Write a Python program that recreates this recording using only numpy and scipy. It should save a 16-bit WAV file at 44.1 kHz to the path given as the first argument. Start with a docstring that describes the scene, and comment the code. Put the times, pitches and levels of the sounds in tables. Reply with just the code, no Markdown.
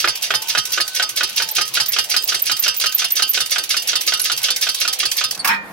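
"""A hydraulic shop press, close by in a small workshop, its strokes coming about five a second. On each stroke
the valves spit, the handle rattles in its socket, the piston knocks home and the linkage clanks; the steel
contacts ring the frame. Oil snaps past the valve seats, loose pins tick and the piston seal squeaks now and
then. A heavy double clunk ends the run and leaves loose steel juddering. Behind it lies a bed of hiss, faint
hum and thin whines, with a low rumble at the end."""
import sys
import numpy as np
from scipy import signal
from scipy.fft import rfft, irfft, next_fast_len
from scipy.io import wavfile
from scipy.ndimage import uniform_filter1d

SR = 44100
rng = np.random.default_rng(int(sys.argv[2]) if len(sys.argv) > 2 else 0)


def dump(signal):
    """Clip the signal to [-1, 1] and save it as 16-bit WAV at the path in sys.argv[1]."""
    limited = np.clip(np.atleast_2d(signal).T, -1, 1)
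    pcm = np.round(limited * 32767).astype(np.int16)
    wavfile.write(sys.argv[1], SR, pcm)


N = 252379
TIME = np.arange(N) / SR
RING = np.arange(SR // 2) / SR  # time axis of the ring-outs

# pump strokes: rattle t/s, knock t/s, clank t/s, return spit t/s, return spit level/dB
STROKE_CUES = [(0.000, 0.043, 0.075, 0.153, -3), (0.233, 0.305, 0.339, 0.419, -2),
               (0.493, 0.55, 0.574, 0.652, -3), (0.73, 0.776, 0.802, 0.877, -0.5),
               (0.957, 0.997, 1.022, 1.091, 0.5), (1.169, 1.207, 1.230, 1.295, -14),
               (1.37, 1.399, 1.419, 1.486, -2), (1.559, 1.583, 1.610, 1.675, -4),
               (1.749, 1.771, 1.800, 1.858, -3), (1.93, 1.963, 1.985, 2.039, -4),
               (2.107, 2.141, 2.163, 2.222, -8), (2.284, 2.321, 2.344, 2.392, -8.5),
               (2.465, 2.496, 2.514, 2.566, -2.5), (2.634, 2.662, 2.679, 2.742, -7),
               (2.809, 2.839, 2.859, 2.921, -4.5), (2.989, 3.019, 3.043, 3.103, -3),
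               (3.164, 3.195, 3.222, 3.276, -6), (3.342, 3.373, 3.404, 3.458, -3),
               (3.515, 3.559, 3.582, 3.636, -1), (3.702, 3.742, 3.767, 3.822, -5),
               (3.884, 3.931, 3.955, 4.009, 3.5), (4.074, 4.121, 4.136, 4.195, 3),
               (4.25, 4.298, 4.317, 4.374, 1), (4.438, 4.485, 4.504, 4.561, 3.5),
               (4.621, 4.668, 4.689, 4.744, 1), (4.809, 4.850, 4.877, 4.927, 3),
               (4.997, 5.03, 5.054, 5.114, 5), (5.176, 5.211, 5.239, 5.309, 3.5)]
# tone colour of each kind of contact: f/Hz, level/dB
SPIT_EQ = [(100, -68), (280, -42), (500, -17.5), (1100, -10.5), (2200, -1.5), (3500, 3), (5800, 7.5),
           (7200, -1), (9500, 1.5), (12000, 2), (15500, -4.5)]
RATTLE_EQ = [(100, -24), (300, -37), (520, -13), (1050, -39.5), (1700, -8), (2400, -3), (4000, 0.5),
             (5800, 3), (7200, -9), (11000, 1), (15500, -7.5)]
KNOCK_EQ = [(60, -39), (130, -29), (230, -33.5), (340, -15), (700, -12), (1080, -15), (1280, 4.5),
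            (1560, 8), (2000, 0), (3000, 12), (5500, -0.5), (7500, -3.5), (15500, -60)]
CLANK_EQ = [(60, -66), (130, -9.5), (230, -22.5), (360, -15), (1080, -12), (1280, -7.5), (1580, -5),
            (2100, -8), (3400, -1.5), (4900, 7), (7200, -5.5), (9500, -9.5), (10900, 3), (12000, -21),
            (15500, -15)]
CLUNK_EQ = [(60, -45), (220, -8), (350, -28), (900, 1.5), (2300, -3), (3200, -4.5), (5200, 1), (7000, -4.5),
            (11000, -3), (15500, 0)]
JUDDER_EQ = [(100, -45), (550, -32), (900, -4), (1250, 0.5), (1800, 0.5), (2500, 2.5), (2800, -10),
             (3800, -13), (6000, -24), (15000, -27)]
# modes of the press frame: f/Hz, level/dB
FRAME_MODES = [(505, -47), (1265, -37.5), (1550, -43), (1846, -40), (2661, -38.5), (2835, -33), (2882, -61),
               (3090, -32.5), (3252, -36), (3575, -33), (3752, -37), (4535, -31.5), (4600, -40.5),
               (4650, -32.5), (4800, -32), (5006, -31), (5120, -34), (5710, -34.5), (6202, -44)]
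# oil snaps after the intake, the clank and the return: delay/s, level/dB
SNAP_CUES = [(0.0052, -8.5), (0.0016, -13.5), (0.0019, -18.5)]
# seal squeaks: t/s, level/dB, f/Hz, length/s
SQUEAK_CUES = [(1.51, -15, 13500, 0.0087), (1.884, -10.5, 14500, 0.015), (2.239, -8, 15500, 0.0039),
               (2.4194, -4, 13600, 0.0052), (2.595, -8, 14200, .01), (2.766, -14, 14800, 0.024),
               (2.945, -5, 13640, 0.01), (3.117, -7.5, 13800, 0.012), (3.29, -8.5, 13500, 0.019),
               (4.214, -8.5, 10780, .007), (5.391, -19.5, 8880, 0.011), (5.391, -18.5, 4440, 0.021)]
# closing blows: t/s, bright level/dB, body level/dB
CLUNK_CUES = [(5.4461, -11.5, -13.5), (5.474, -11, -16.5)]
# judders of the loose steel: t/s, level/dB
JUDDER_CUES = [(5.487, 10), (5.499, 4.5), (5.515, 3), (5.530, -2)]
# modes of the loose steel: f/Hz, level/dB, t60/s
STEEL_MODES = [(199.3, -11.5, 0.62), (780, -2, 0.24), (840, -16, .3), (920, 0, 0.28), (1114, -15, 0.74),
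               (1436, 2, 0.28), (1806, -6.5, 0.48), (1870, -1, 0.52), (2230, -10, .16), (2406, 10.5, 0.24),
               (5300, -4, .11)]
# tone colour of the two noise beds: f/Hz, level/dB
HISS_EQ = [(30, -26), (70, -64), (125, -1), (180, -7), (300, -4), (520, -1.5), (850, 3), (1080, -3),
           (1500, -2.5), (3000, 10), (6000, -0.5), (15000, -6)]
RUMBLE_EQ = [(30, 2), (60, -3), (130, -9), (200, 8), (290, -4), (560, 0), (1000, 1), (1900, -3),
             (3000, -20), (8000, -40)]
# fader curve of the hum: t/s, level/dB
HUM_FADER = [(0, -60), (3, -59), (4.5, -53), (5.3, -52), (5.7, -58)]
# background whines: t/s, length/s, first f/Hz, last f/Hz, level/dB
WHINE_CUES = [(0.117, 0.12, 985, 846, -46), (.33, 0.22, 854, 946, -37.5), (0.35, 1, 1493, 1516, -44.5),
              (1.023, .17, 1180, 1155, -41.5), (1.339, 0.24, 942, 837, -39), (2.86, 0.088, 1533, 1560, -38),
              (4.153, 0.078, 1400, 1500, -37), (4.366, 0.33, 1496, 1577, -43)]
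# base reverb time of the workshop: f/Hz, t60/s
SHOP_DECAY = [(120, 0.39), (500, 0.25), (1400, 0.15), (4000, 0.15), (8000, 0.12), (15000, 0.078)]
# pan of the press: f/Hz, left minus right level/dB
PRESS_PAN = [(400, 0), (1300, -2), (2400, -4.5), (4400, -6), (8000, -3), (15000, -5)]

RATTLE_S, KNOCK_S, CLANK_S, RETURN_S, RETURN_DB = np.transpose(STROKE_CUES)
INTAKE_S = RATTLE_S - .011  # the valve spits just before the handle takes the load
LOOSE = np.exp(-RATTLE_S / 1.2)  # the first strokes are loose, then the arm settles
CUSHION_DB = 0.88 * RATTLE_S  # building oil pressure takes weight off the knock and the clank
SCATTER_DB = 1.24  # no two contacts are equally strong


def undb(db):
    """Decibels to gain."""
    return 10 ** (np.asarray(db) / 20)


def at(points, hz):
    """Read (f/Hz, value) points on a log-frequency axis."""
    f, value = np.transpose(points)
    return np.interp(np.log(np.maximum(hz, 1)), np.log(f), value)


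def unit(x):
    """Scale to a mean energy of 1 per channel."""
    return x / np.sqrt(np.mean(np.sum(x ** 2, axis=-1)))


def wander(size):
    """Random values every size samples, joined by straight lines."""
    knots = N // size + 2
    return np.interp(np.arange(N) / size, np.arange(knots), rng.standard_normal(knots))


def tone(hz):
    """A sine that follows a pitch curve."""
    return np.sin(2 * np.pi * np.cumsum(hz) / SR)


def passband(x, kind, hz, order):
    """High-pass or low-pass filter."""
    return signal.sosfilt(signal.butter(order, hz, kind, fs=SR, output="sos"), x)


def through(x, response):
    """Play a sound through an impulse response."""
    return signal.fftconvolve(np.atleast_2d(x), response, axes=-1)[:, :x.shape[-1]]


def tint(x, eq, size=4096):
    """Minimum-phase EQ from (f/Hz, level/dB) points."""
    cepstrum = irfft(at(eq, np.fft.rfftfreq(size, 1 / SR)) * np.log(10) / 20)
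    cepstrum[1:size // 2] *= 2
    cepstrum[size // 2 + 1:] = 0
    return through(x, irfft(np.exp(rfft(cepstrum)))[None])


def bands(size, alike_hz=1300):
    """Half-octave bands of white stereo noise, narrow in the bass and wide in the treble."""
    padded = next_fast_len(size, True)
    f = np.maximum(np.fft.rfftfreq(padded, 1 / SR), 1)
    for hz in 31.25 * 2 ** np.arange(0, 9.5, .5):
        shape = np.cos(np.pi / 2 * np.clip(2 * np.log2(f / hz), -1, 1))
        mid, side = irfft(rfft(rng.standard_normal((2, padded))) * shape, padded)[:, :size]
        alike = .85 / (1 + (hz / alike_hz) ** 4)
        yield hz, np.sqrt(1 + alike) * mid + np.sqrt(1 - alike) * np.array([side, -side])


def shop(linger, direct_db=-1, right_lag_s=.00005):
    """Direct sound, then dense reflections off steel and walls; linger scales the reverb time."""
    tail = 0
    for hz, noise in bands(len(RING)):
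        fade = undb(-60 * RING / (linger * at(SHOP_DECAY, hz)))
        tail = tail + unit(noise * fade) * np.sqrt(hz)
    path = unit(tail)
    path[0, 0] += undb(direct_db)
    path[1, int(right_lag_s * SR)] += undb(direct_db)
    return unit(path)


def ring(modes):
    """Ring-out of (f/Hz, level/dB, t60/s) modes, each with its own phase left and right."""
    phases = rng.uniform(0, 2 * np.pi, (len(modes), 2, 1))
    return unit(sum(undb(db - 60 * RING / t60) * np.sin(2 * np.pi * hz * RING + phase)
                    for (hz, db, t60), phase in zip(modes, phases)))


def blows(when, bright_db, body_db, trim_db=0):
    """Cues of (t/s, bright level/dB, body level/dB), each a little different in strength."""
    db = trim_db + SCATTER_DB * rng.standard_normal(len(when))
    return np.column_stack([when, bright_db + db, body_db + db])


def contacts(cues, chatter_s, grit, impact=0.32, lag_s=0., size=2048):
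    """Contact force: one impact, then a dying chatter of tiny ones; one track per level column."""
    t = np.arange(size) / SR
    click = impact * unit(np.exp(-t / .00002))
    force = np.zeros((len(cues[0]) - 1, N + size))
    for s, *levels in cues:
        sign, strength = rng.standard_normal((2, size))
        grains = np.sign(sign) * np.exp(grit * np.minimum(strength, 2.5))
        chatter = unit(grains * np.sqrt(t) * np.exp(-t / chatter_s))
        burst = unit(chatter + click)
        for track, db in enumerate(levels):
            start = max(int((s + track * lag_s) * SR), 0)  # the body may answer later
            force[track, start:start + size] += undb(db) * burst
    return force[:, :N]


def radiate(force, eq, split_hz, high_db, low_db, linger, direct_db=-1):
    """A contact in the room: its bright edge sounds above the crossover, its body below."""
    path = tint(shop(linger, direct_db), eq)
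    bright = through(force[0], unit(passband(path, "high", split_hz, order=3)))
    body = through(force[1], unit(passband(path, "low", split_hz, order=3)))
    return undb(high_db) * bright + undb(low_db) * body


def valve_spits():
    """The valves spit on the intake and again on the return."""
    intakes = blows(INTAKE_S, bright_db=-11, body_db=-19.5, trim_db=-2)
    returns = blows(RETURN_S, bright_db=-11, body_db=-19.5, trim_db=RETURN_DB)
    force = contacts(np.vstack([intakes, returns]), chatter_s=.0033, grit=1.96, impact=.22, lag_s=.002)
    return radiate(force, SPIT_EQ, split_hz=7230, high_db=16, low_db=24, linger=1)


def handle_rattle(bounce_s=.027):
    """The handle rattles in its socket and bounces once; gives the sound and the force on the frame."""
    hits = blows(RATTLE_S, bright_db=-7.5, body_db=-12.5 - 5 * LOOSE)
    bounces = blows(RATTLE_S + bounce_s, bright_db=-7.5, body_db=-12.5, trim_db=-12.5)
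    force = contacts(np.vstack([hits, bounces]), chatter_s=.0082, grit=2.26, impact=.18, lag_s=.00102)
    return radiate(force, RATTLE_EQ, split_hz=7100, high_db=9, low_db=27.5, linger=.56), force[1]


def frame_ring(force, t60_s=.2):
    """Steel-on-steel contacts set the press frame ringing."""
    return through(force, ring([(hz, db, t60_s) for hz, db in FRAME_MODES]))


def noise_bed(eq, db, flicker_db):
    """Background noise whose bands flicker independently."""
    bed = sum(noise * undb(at(eq, hz) + flicker_db * wander(2400)) for hz, noise in bands(N))
    return bed * undb(db) / bed.std()


def loose_pins(db=-6, spread_db=5, count=170, until_s=5.4):
    """Pins and springs tick faintly at random while the handle moves."""
    when, strength = rng.random((count, 2)).T
    cues = np.column_stack([when * until_s, db + spread_db * (2 * strength - 1)])
    force = contacts(cues, chatter_s=.00086, grit=5.3)
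    return through(force, unit(tint(shop(linger=.49), SPIT_EQ)))


def piston_knock():
    """The piston knocks home, heavier on loose strokes; gives the sound and the force on the frame."""
    hits = blows(KNOCK_S, bright_db=-8.5, body_db=-19.5 + 6 * LOOSE - CUSHION_DB)
    force = contacts(hits, chatter_s=.0043, grit=1.3, impact=.34)
    return radiate(force, KNOCK_EQ, split_hz=1160, high_db=17.5, low_db=25.5, linger=.62), force[1]


def linkage_clank(slack_s=.009):
    """The linkage thuds, then rings once its slack is taken up; gives sound and force on the frame."""
    _, link_db, thud_db = blows(CLANK_S, bright_db=-6.5, body_db=-22.5 + 6.5 * LOOSE - CUSHION_DB).T
    taut_s = CLANK_S + slack_s * LOOSE
    link = contacts(np.column_stack([taut_s, link_db]), chatter_s=.0052, grit=2.01, impact=.41)[0]
    thud = contacts(np.column_stack([CLANK_S, thud_db]), chatter_s=.0039, grit=2.3, impact=.74)[0]
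    return radiate((link, thud), CLANK_EQ, split_hz=2550, high_db=19.5, low_db=27, linger=.51), link


def oil_snaps(length_s=.00116, first_hz=14500, last_hz=9500, size=512):
    """Oil snaps past a valve seat: a tiny, rough chirp that dives through the treble."""
    age = np.arange(size) / SR / length_s
    swell = np.e * age * np.exp(-age - age ** 2 / 4)
    dive_hz = last_hz + (first_hz - last_hz) * np.exp(-age ** 2 / 2)
    out = np.zeros(N + size)
    for times, (delay_s, db) in zip((INTAKE_S, CLANK_S, RETURN_S), SNAP_CUES):
        for s in times[times > 0]:
            jitter = rng.standard_normal(size)
            pitch = dive_hz * (1 + .0522 * jitter[0] + .25 * jitter)
            start = int((s + delay_s) * SR)
            out[start:start + size] += undb(db + SCATTER_DB * jitter[1]) * swell * tone(pitch)
    thin = passband(out[:N], "high", 3000, order=2)
    return through(thin, shop(linger=.5, direct_db=0, right_lag_s=.0002))


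def hum_and_whines(hum_hz=503, waver=.01444, flutter_db=4):
    """A faint hum swells late in the run; thin whines glide and waver in and out."""
    hum_db = np.interp(TIME, *np.transpose(HUM_FADER)) + flutter_db * wander(3000)
    out = undb(hum_db) * tone(hum_hz * (1 + waver * wander(500)))
    for s, length_s, first_hz, last_hz, db in WHINE_CUES:
        progress = np.clip((TIME - s) / length_s, 0, 1)
        pitch = (first_hz + (last_hz - first_hz) * progress) * (1 + waver * wander(300))
        swell = np.sqrt(4 * progress * (1 - progress))
        out += undb(db + flutter_db * wander(400)) * swell * tone(pitch)
    return through(out, shop(linger=.82, direct_db=-5.5))


def seal_squeaks(fall=.038, rough=.12, size=2048):
    """The piston seal sticks and slips: a short, rough, falling whistle."""
    out = np.zeros(N + size)
    for s, db, hz, length_s in SQUEAK_CUES:
        age = np.arange(size) / SR / length_s
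        waver = uniform_filter1d(rng.standard_normal(size), size=16)
        pitch = hz * (1 + fall * (.5 - np.minimum(age, 2)) + rough * waver)
        swell = (1 - np.exp(-20 * age)) * np.exp(-age ** 2)
        start = int(s * SR)
        out[start:start + size] += undb(db) * swell * tone(pitch)
    return through(out[:N], shop(linger=.5, direct_db=-13.5, right_lag_s=.0002))


def closing_clunk():
    """Two heavy blows, after which loose steel judders and rings out."""
    blow = contacts(CLUNK_CUES, chatter_s=.0037, grit=1.6)
    judder = contacts(JUDDER_CUES, chatter_s=.011, grit=1.45)
    clunk = radiate(blow, CLUNK_EQ, split_hz=2700, high_db=25, low_db=26.5, linger=.69, direct_db=-4.5)
    clatter = through(judder, unit(tint(shop(linger=.89, direct_db=-15), JUDDER_EQ)))
    return clunk + undb(6) * clatter + undb(6.5) * through(judder, ring(STEEL_MODES))


def scene():
    """The press sits a little to the right; as the pumping stops, the hiss ducks and a rumble enters."""
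    rattle, rattle_force = handle_rattle()
    knock, knock_force = piston_knock()
    clank, clank_force = linkage_clank()
    frame = frame_ring(undb(18) * rattle_force + undb(15) * knock_force + undb(17) * clank_force)
    press = valve_spits() + rattle + knock + clank + frame
    press += loose_pins() + oil_snaps() + seal_squeaks() + closing_clunk()
    left = tint(press[0], [(hz, db / 2) for hz, db in PRESS_PAN])
    right = tint(press[1], [(hz, -db / 2) for hz, db in PRESS_PAN])
    stopped = np.interp(TIME, [5.35, 5.38], [0, 1])
    hiss = undb(-10 * stopped) * noise_bed(HISS_EQ, db=-33.5, flicker_db=5)
    rumble = stopped * noise_bed(RUMBLE_EQ, db=-37.5, flicker_db=1.5)
    return np.vstack([left, right]) + hum_and_whines() + hiss + rumble


def record(dry):
    """The microphone thins the deep bass, rounds the loudest peaks and cuts the top."""
    rounded = np.tanh(passband(dry, "high", 70, order=2))
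    return signal.sosfilt(signal.ellip(10, .2, 80, 15900, fs=SR, output="sos"), rounded)


dry = scene()
out = record(dry)
dump(out)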